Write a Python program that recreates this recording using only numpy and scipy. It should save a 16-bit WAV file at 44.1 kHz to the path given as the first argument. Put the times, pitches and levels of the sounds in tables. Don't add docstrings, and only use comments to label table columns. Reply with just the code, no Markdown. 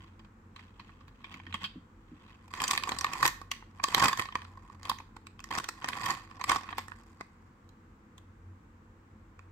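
import sys
import numpy as np
from scipy import signal
from scipy.fft import rfft, irfft, next_fast_len
from scipy.io import wavfile
from scipy.ndimage import uniform_filter1d

SR = 44100
rng = np.random.default_rng(int(sys.argv[2]) if len(sys.argv) > 2 else 0)


def file_out(sig):
    cols = np.atleast_2d(sig).T
    lim = np.clip(cols, -1, 1)
    pcm = np.round(lim * 32767).astype(np.int16)
    wavfile.write(sys.argv[1], SR, pcm)


N = 419391
LEAD = 400
OPPOSITE = np.array([[1], [-1]])


def bag():
    # gripping, tugging at the seal, opening, holding, turning, reaching in, drawing out
    # peak_s, level_db (middle register, before the trim below), rise_s, fall_s,
    # body_db and treble_db (re level)
    moves = [(2.64, -39, 0.12, 0.059, 4.5, -4.5), (2.72, -36, 0.09, 0.12, 0.5, -5),
             (2.899, -49.5, 0.25, 0.23, 12, -1.5), (3.15, -49.5, 0.34, .2, 8.5, -14),
             (3.255, -33, 0.099, 0.049, 4.5, -1.5), (3.53, -52, 0.015, 0.11, -3.5, -14),
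             (4.041, -27.5, 0.13, .085, 5.5, -5.5), (4.195, -36.5, 0.023, 0.061, 3.5, -3),
             (4.37, -58, 0.046, .2, 6, -6), (4.73, -69.5, 0.44, 0.55, 12.5, -4),
             (4.899, -45.5, .07, 0.053, 6, -7), (5.522, -36, .03, 0.079, 0, -12),
             (5.579, -41, 0.078, 0.078, 7.5, -4), (5.869, -48, .06, 0.54, 5.5, -9),
             (6.1, -37, 0.26, 0.095, 4, -5.5), (6.411, -51, 0.067, 0.057, 8.5, -11),
             (6.505, -31.5, .035, 0.09, 5, -5.5), (6.71, -52, 0.21, 0.09, 6.5, -11),
             (6.79, -43.5, 0.034, 0.061, -1, -10), (6.9, -67, 0.15, 0.57, 9, 0)]
    # start_s, level_db (middle register, before the bass cut and trim),
    # body_db and treble_db (re level)
    big_creases = [(2.5376, -39.5, 1.5, -9), (2.6024, -33, -15, -17), (2.6184, -37.5, 9, 1),
                   (2.6394, -36.5, -14, 6.5), (2.6796, -38, -24, 8.5), (2.7105, -30.5, -2, 4.5),
                   (2.7334, -35, 6, 0), (2.7766, -26.5, -8.5, -9), (2.836, -31.5, -6.5, -9),
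                   (2.8915, -33, 0.5, -4.5), (2.9191, -35.5, 5.5, -9), (2.987, -41.5, -21, 9),
                   (3.0102, -37, -5, 3), (3.0445, -28, 3, -10.5), (3.0666, -40, 4, -14),
                   (3.1337, -34.5, -1, -4.5), (3.2276, -30, 11, -6), (3.2528, -25.5, 2.5, -11),
                   (3.2625, -32, 4, 3), (3.2776, -28, -6, -1.5), (3.4146, -56.5, 16, 0),
                   (3.5153, -31, -7, -4), (3.6242, -68.5, 20, -15), (3.799, -49, 11.5, -33),
                   (3.839, -30.5, 8, 4.5), (3.8841, -39.5, 4.5, -3), (3.9465, -20.5, -6, -6),
                   (3.9796, -36, 10, -3), (3.9967, -34, 5, 2), (4.0243, -34.5, 15.5, 4),
                   (4.0431, -35, 6, 6), (4.0826, -25.5, 0, -4.5), (4.1293, -33, 4.5, -5),
                   (4.174, -42.5, 4, 2), (4.1948, -30.5, 4.5, -11), (4.2213, -38.5, 0, -8),
                   (4.2553, -41.5, -2, -21), (4.2872, -48.5, 8.5, -18), (4.3239, -47, 2, -16),
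                   (4.3542, -34, 8, -12), (4.4185, -49.5, 3.5, -10), (4.45, -52.5, 2, -25),
                   (4.5725, -72.5, 27.5, 5), (4.6986, -64.5, 17, -10), (4.8312, -55.5, 0, 4.5),
                   (4.8528, -42.5, 1, -10), (4.8963, -37, 12, 6), (4.9154, -46, 16, -8),
                   (4.9861, -47, -14, -7), (5.0014, -52.5, 9.5, -13), (5.165, -57, 13.5, -1),
                   (5.2688, -47.5, -3.5, -7), (5.3929, -49.5, -4, -15), (5.403, -50.5, -2, -4.5),
                   (5.4412, -45, -3.5, -1), (5.5116, -44.5, 7, -3), (5.5517, -43, 9, 1.5),
                   (5.585, -40, 10.5, 4), (5.642, -40, -8, -3), (5.6882, -37, 0.5, 0.5),
                   (5.8201, -48.5, 2, -28), (5.8438, -36.5, 5, -8), (5.8867, -33.5, -2, -3),
                   (5.9308, -35, -12, -34), (6.0591, -37, -15, 0.5), (6.1052, -38.5, 6, 5),
                   (6.3119, -56, 8, -13), (6.412, -42, 9, -5), (6.4402, -34.5, 1, -2.5),
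                   (6.494, -25.5, 1, -9.5), (6.5169, -31.5, 9.5, -2), (6.5599, -39, 12, -2.5),
                   (6.6893, -43.5, 1, -34), (6.7045, -47, -5, -18), (6.7268, -44.5, 8.5, -20),
                   (6.7825, -38.5, 8.5, -3), (6.8824, -55.5, 11.5, 1.5), (6.9185, -51, 11.5, -28.5),
                   (7.2097, -46, 10, -7), (7.6909, -71, -0.5, 7), (8.18, -56.5, -4, -2),
                   (9.3924, -55, 4, -9.5)]
    # (per Hz, relative)
    film_spectrum = [(50, -25.5), (110, -17.5), (360, -18), (560, -24.5), (780, -17.5), (1000, -12.5),
                     (1400, -21.5), (2100, -16.5), (3000, -22), (5500, -29), (8250, -29.5), (8800, -38.5),
                     (14500, -40), (16500, -58)]

    power = 0
    for peak_s, db, rise_s, fall_s, body_db, treble_db in moves:
        balance = from_db([body_db, 0, treble_db])
        power = power + np.outer(balance, gesture(peak_s, db, rise_s, fall_s)) ** 2
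    body, middle, treble = np.sqrt(power)

    effort = np.sqrt(middle / middle.max())
    fine = grains(film_spectrum, per_s=70 + 600 * effort, spread_db=0.5, flutter_s=0.0021, flutter_db=-15)
    lesser = grains(film_spectrum, per_s=50, spread_db=2, flutter_s=0.0023, flutter_db=-15)
    film = registers(rms_one(fine) + from_db(-3) * rms_one(lesser))
    crinkle = sum(rms_one(part) * gain for part, gain in zip(film, (body, middle, treble)))

    creases = snaps(big_creases, film_spectrum, flutter_s=.0022, flutter_db=-10)
    creases = butter(creases, 340, "high", order=1)

    folds = grains(film_spectrum, per_s=400, spread_db=1, flutter_s=0.0028, flutter_db=-13, count=3)
    flex = from_db(-14) * body * rms_one(butter(folds, 520, "low", order=4))
    return from_db(-2) * crinkle + flex + from_db(-1) * creases


def gesture(peak_s, db, rise_s, fall_s):
    range_db = 20
    t = np.arange(N) / SR - peak_s
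    return from_db(db - range_db * np.minimum(np.maximum(-t / rise_s, t / fall_s), 10))


def snaps(rows, spectrum, flutter_s, flutter_db):
    out = np.zeros((2, N + SR))
    span = int(.009 * SR)
    lengths = flutter_s * np.exp(.3 * rng.standard_normal(len(rows)))
    clicks = np.array([snap(spectrum, length, flutter_db) for length in lengths])
    parts = np.array(registers(clicks))
    parts /= np.sqrt(np.mean(parts[..., LEAD:LEAD + span] ** 2, axis=(2, 3), keepdims=True))
    for k, (start_s, db, body_db, treble_db) in enumerate(rows):
        at = max(int(start_s * SR) - LEAD, 0)
        gains = from_db(db + np.array([body_db, 0, treble_db]))
        out[:, at:at + parts.shape[-1]] += np.tensordot(gains, parts[:, k], 1)
    return out[:, :N]


def grains(spectrum, per_s, spread_db, flutter_s, flutter_db, count=14):
    born = rng.random(N) < per_s / SR
    sizes = from_db(spread_db * np.minimum(rng.exponential(1, N), 4))
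    clicks = born * sizes * rng.choice([-1, 1], N)
    clicks = clicks / np.sqrt(np.abs(uniform_filter1d(clicks ** 2, size=2200)) + 0.0008)
    facet = rng.integers(0, count, N)
    sound = 0
    for k in range(count):
        voice = rms_one(snap(spectrum, flutter_s, flutter_db))
        sound = sound + signal.oaconvolve((clicks * (facet == k))[None], voice, axes=1)
    return sound[:, LEAD:LEAD + N]


def snap(spectrum, flutter_s, flutter_db, creak_db=-16, near_db=-24, size=2048):
    t = (np.arange(size) - LEAD) / SR
    creak = from_db(creak_db) * np.exp(-abs(t) / .003)
    after = np.exp(-abs(t) / flutter_s) + from_db(near_db) * np.exp(-abs(t) / .008)
    jerks = np.repeat(from_db(3 * rng.standard_normal(size // 32)), 32)
    flutter = rng.standard_normal((2, size)) * np.where(t < 0, creak, after) * jerks
    apart = butter(flutter[1], 1550, "high", order=3)
    push = from_db(flutter_db) * (flutter[0] + 1.05 * apart * OPPOSITE)
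    push[:, LEAD] += rng.choice([-1, 1])
    response = microphone(spectrum, ripple_db=4.4)
    left, right = signal.fftconvolve(push, response, axes=1)[:, :size]
    return np.array([left, np.roll(right, 5)])


def microphone(spectrum, ripple_db=0, size=2048):
    # centre_hz, width_hz, boost_db (its sign is ignored)
    housing = [(1100, 87, 14.5), (1495, 38.6, 3.5), (1832, 51, 8), (2526, 80, 7), (3188, 110, 7.5),
               (3860, 69, -2.5), (4770, 63, 7)]
    # frequency_hz, difference_db
    port_difference = [(280, 1), (520, -7.5), (800, 0.5), (1080, -3), (1300, -7), (2200, -3.5), (4500, 0.5),
                       (6000, -1), (7600, 8), (10000, -1)]

    hz = np.arange(size // 2 + 1) * SR / size
    facet_hz = np.geomspace(300, 16000, 30)
    felt = np.minimum(facet_hz / 1200, 1)
    facet = np.column_stack([facet_hz, ripple_db * felt * rng.standard_normal(len(facet_hz))])
    db = at_hz(spectrum, hz) + at_hz(facet, hz) + at_hz(port_difference, hz) * OPPOSITE / 2
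    for centre, width, boost_db in housing:
        extra_power = from_db(abs(boost_db)) ** 2 - 1
        db = db + 10 * np.log10(1 + extra_power / (1 + (2 * (hz - centre) / width) ** 2))
    cepstrum = irfft(np.log(from_db(db)))
    cepstrum[:, 1:size // 2] *= 2
    cepstrum[:, size // 2 + 1:] = 0
    return irfft(np.exp(rfft(cepstrum)))


def bottle():
    # peak_s, level_db, rise_s, fall_s
    strokes = [(0.02, -57.5, 0.076, 0.13), (0.59, -56.5, 0.035, .15), (0.87, -64.5, 0.22, 0.34),
               (1.34, -50, 0.15, 0.11), (1.54, -53.5, 0.095, 0.094), (1.636, -36.5, 0.026, 0.03),
               (2.31, -59, 0.3, 0.14)]
    # start_s, level_db (middle register, before the trim below),
    # body_db and treble_db (re level)
    tick_rows = [(0.1936, -62, 4, -6), (0.2471, -64, 3, -11), (0.5616, -50.5, -5, -11),
                 (0.5927, -54, -3, -27), (0.7953, -52, 3, -11), (0.8917, -63, 5.5, -23),
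                 (1.0072, -64, 4, -14), (1.0807, -60.5, -2, -7), (1.2422, -44, -7.5, -21),
                 (1.3411, -46, -22, -16), (1.3997, -53, 2.5, -23), (1.4662, -47.5, -9, -20),
                 (1.5256, -44, -14, -18), (1.5417, -34.5, -2, -13), (1.6412, -34.5, -11, -12)]
    # (per Hz, relative)
    bottle_spectrum = [(100, -16), (210, -2), (400, -25), (600, -21), (950, -8), (1400, -16.5),
                       (2000, -11.5), (3300, -16), (4600, -24.5), (8000, -31.5), (9000, -42.5),
                       (16000, -42.5)]

    level = sum(gesture(*stroke) for stroke in strokes)
    scuff = rms_one(grains(bottle_spectrum, per_s=220, spread_db=1.5, flutter_s=0.0025, flutter_db=-17.5))
    ticks = snaps(tick_rows, bottle_spectrum, flutter_s=0.0069, flutter_db=-15)
    return from_db(1) * (level * scuff + ticks)


def bumps():
    # start_s, level_db (gain on the ring)
    contacts = [(1.345, -49), (1.474, -48), (1.758, -40), (2.117, -44), (2.13, -51.5)]
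    # frequency_hz, level_db (relative), t60_s
    modes = [(178, -1.5, 0.16), (255, 4.5, 0.11), (297, 1.5, 0.1)]

    out = np.zeros(N)
    t = np.arange(SR // 4) / SR
    ring = sum(from_db(db - 60 * t / t60) * np.sin(2 * np.pi * hz * t) for hz, db, t60 in modes)
    ring = ring * (1 - np.exp(-t / 0.0036))
    for start_s, db in contacts:
        at = int(start_s * SR)
        out[at:at + len(t)] += from_db(db) * ring
    return out


def bedroom(x, t60s=(.46, .38, .3), wet_db=(-15, -12.5, -12.5), build_s=0.00043):
    t = np.arange(int(.6 * SR)) / SR
    share = np.minimum(.01 + (t / .2) ** 2, 1)
    mid, side = rng.standard_normal((2, len(t))) * (rng.random((2, len(t))) < share) / np.sqrt(share)
    white = mid + butter(side, 1200, "high") * OPPOSITE
    tail = 0
    for part, t60, db in zip(registers(white), t60s, wet_db):
        fade = from_db(-60 * t / t60) * (1 - np.exp(-(t / build_s) ** 2))
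        tail = tail + from_db(db) * part * fade / np.sqrt(2 * np.sum(fade ** 2))
    return signal.oaconvolve(x, tail, axes=1)[:, :N]


def fan():
    # (per Hz, relative)
    air_spectrum = [(25, -15), (45, -3), (110, -4), (160, -8), (225, -5), (380, -17), (500, -15),
                    (590, -27), (1050, -18), (2000, -28), (3300, -40), (5200, -45), (7800, -42),
                    (8900, -54), (16000, -53)]
    # frequency_hz, likeness (0-1)
    air_likeness = [(180, .98), (400, 0.83), (900, 0), (1650, 0), (5000, 0.01)]
    # centre_hz, width_hz (between half-amplitude points), level_db (rms before swells)
    hum = [(44.56, 4.7, -64), (91.13, 6.17, -61.5), (220, 23, -68), (329, 9.9, -72)]
    # peak_s, boost_db (over its usual level)
    swells = [(0.03, 10), (1.5, 11), (2.56, 5), (3.0, 7.5), (4.52, 16.5), (6.06, 8), (6.9, 8.5),
              (8.481, 10.5), (9.46, 7.5)]

    size = next_fast_len(N)
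    hz = np.arange(size // 2 + 1) * SR / size
    mid, side, motor = rfft(rng.standard_normal((3, size)))
    alike = np.clip(at_hz(air_likeness, hz), 0, .995)
    stereo = mid + np.sqrt((1 - alike) / (1 + alike)) * side * OPPOSITE
    air = rms_one(irfft(from_db(at_hz(air_spectrum, hz)) * stereo, size)[:, :N])

    lines = []
    for centre, width, db in hum:
        band = irfft(motor / (1 + (2 * (hz - centre) / width) ** 2), size)[:N]
        lines.append(from_db(db) * rms_one(band))
    t = np.arange(N) / SR
    swell_width_s = .09
    swell_db = sum(db * np.exp(-((t - peak_s) / swell_width_s) ** 2) for peak_s, db in swells)
    lines[1] = lines[1] * from_db(swell_db)
    return from_db(-58.5) * air + sum(lines)


def registers(x):
    body_hz, treble_hz = 1500, 4500
    return [butter(x, body_hz, "low", order=4),
            butter(x, [body_hz, treble_hz], "band", order=4),
            butter(x, treble_hz, "high", order=4)]


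def butter(x, hz, kind, order=2):
    return signal.sosfilt(signal.butter(order, hz, kind, fs=SR, output="sos"), x)


def at_hz(points, hz):
    f, value = np.transpose(points)
    return np.interp(np.log(np.maximum(hz, 1)), np.log(f), value)


def from_db(db):
    return 10 ** (np.asarray(db) / 20)


def rms_one(x):
    return x / np.sqrt(np.mean(x ** 2) + 1e-20)


def scene():
    near = bag() + bottle() + bumps()
    return near + bedroom(near) + fan()


def record(dry):
    return signal.sosfilt(signal.ellip(10, .1, 80, 16100, fs=SR, output="sos"), dry)


dry = scene()
out = record(dry)
file_out(out)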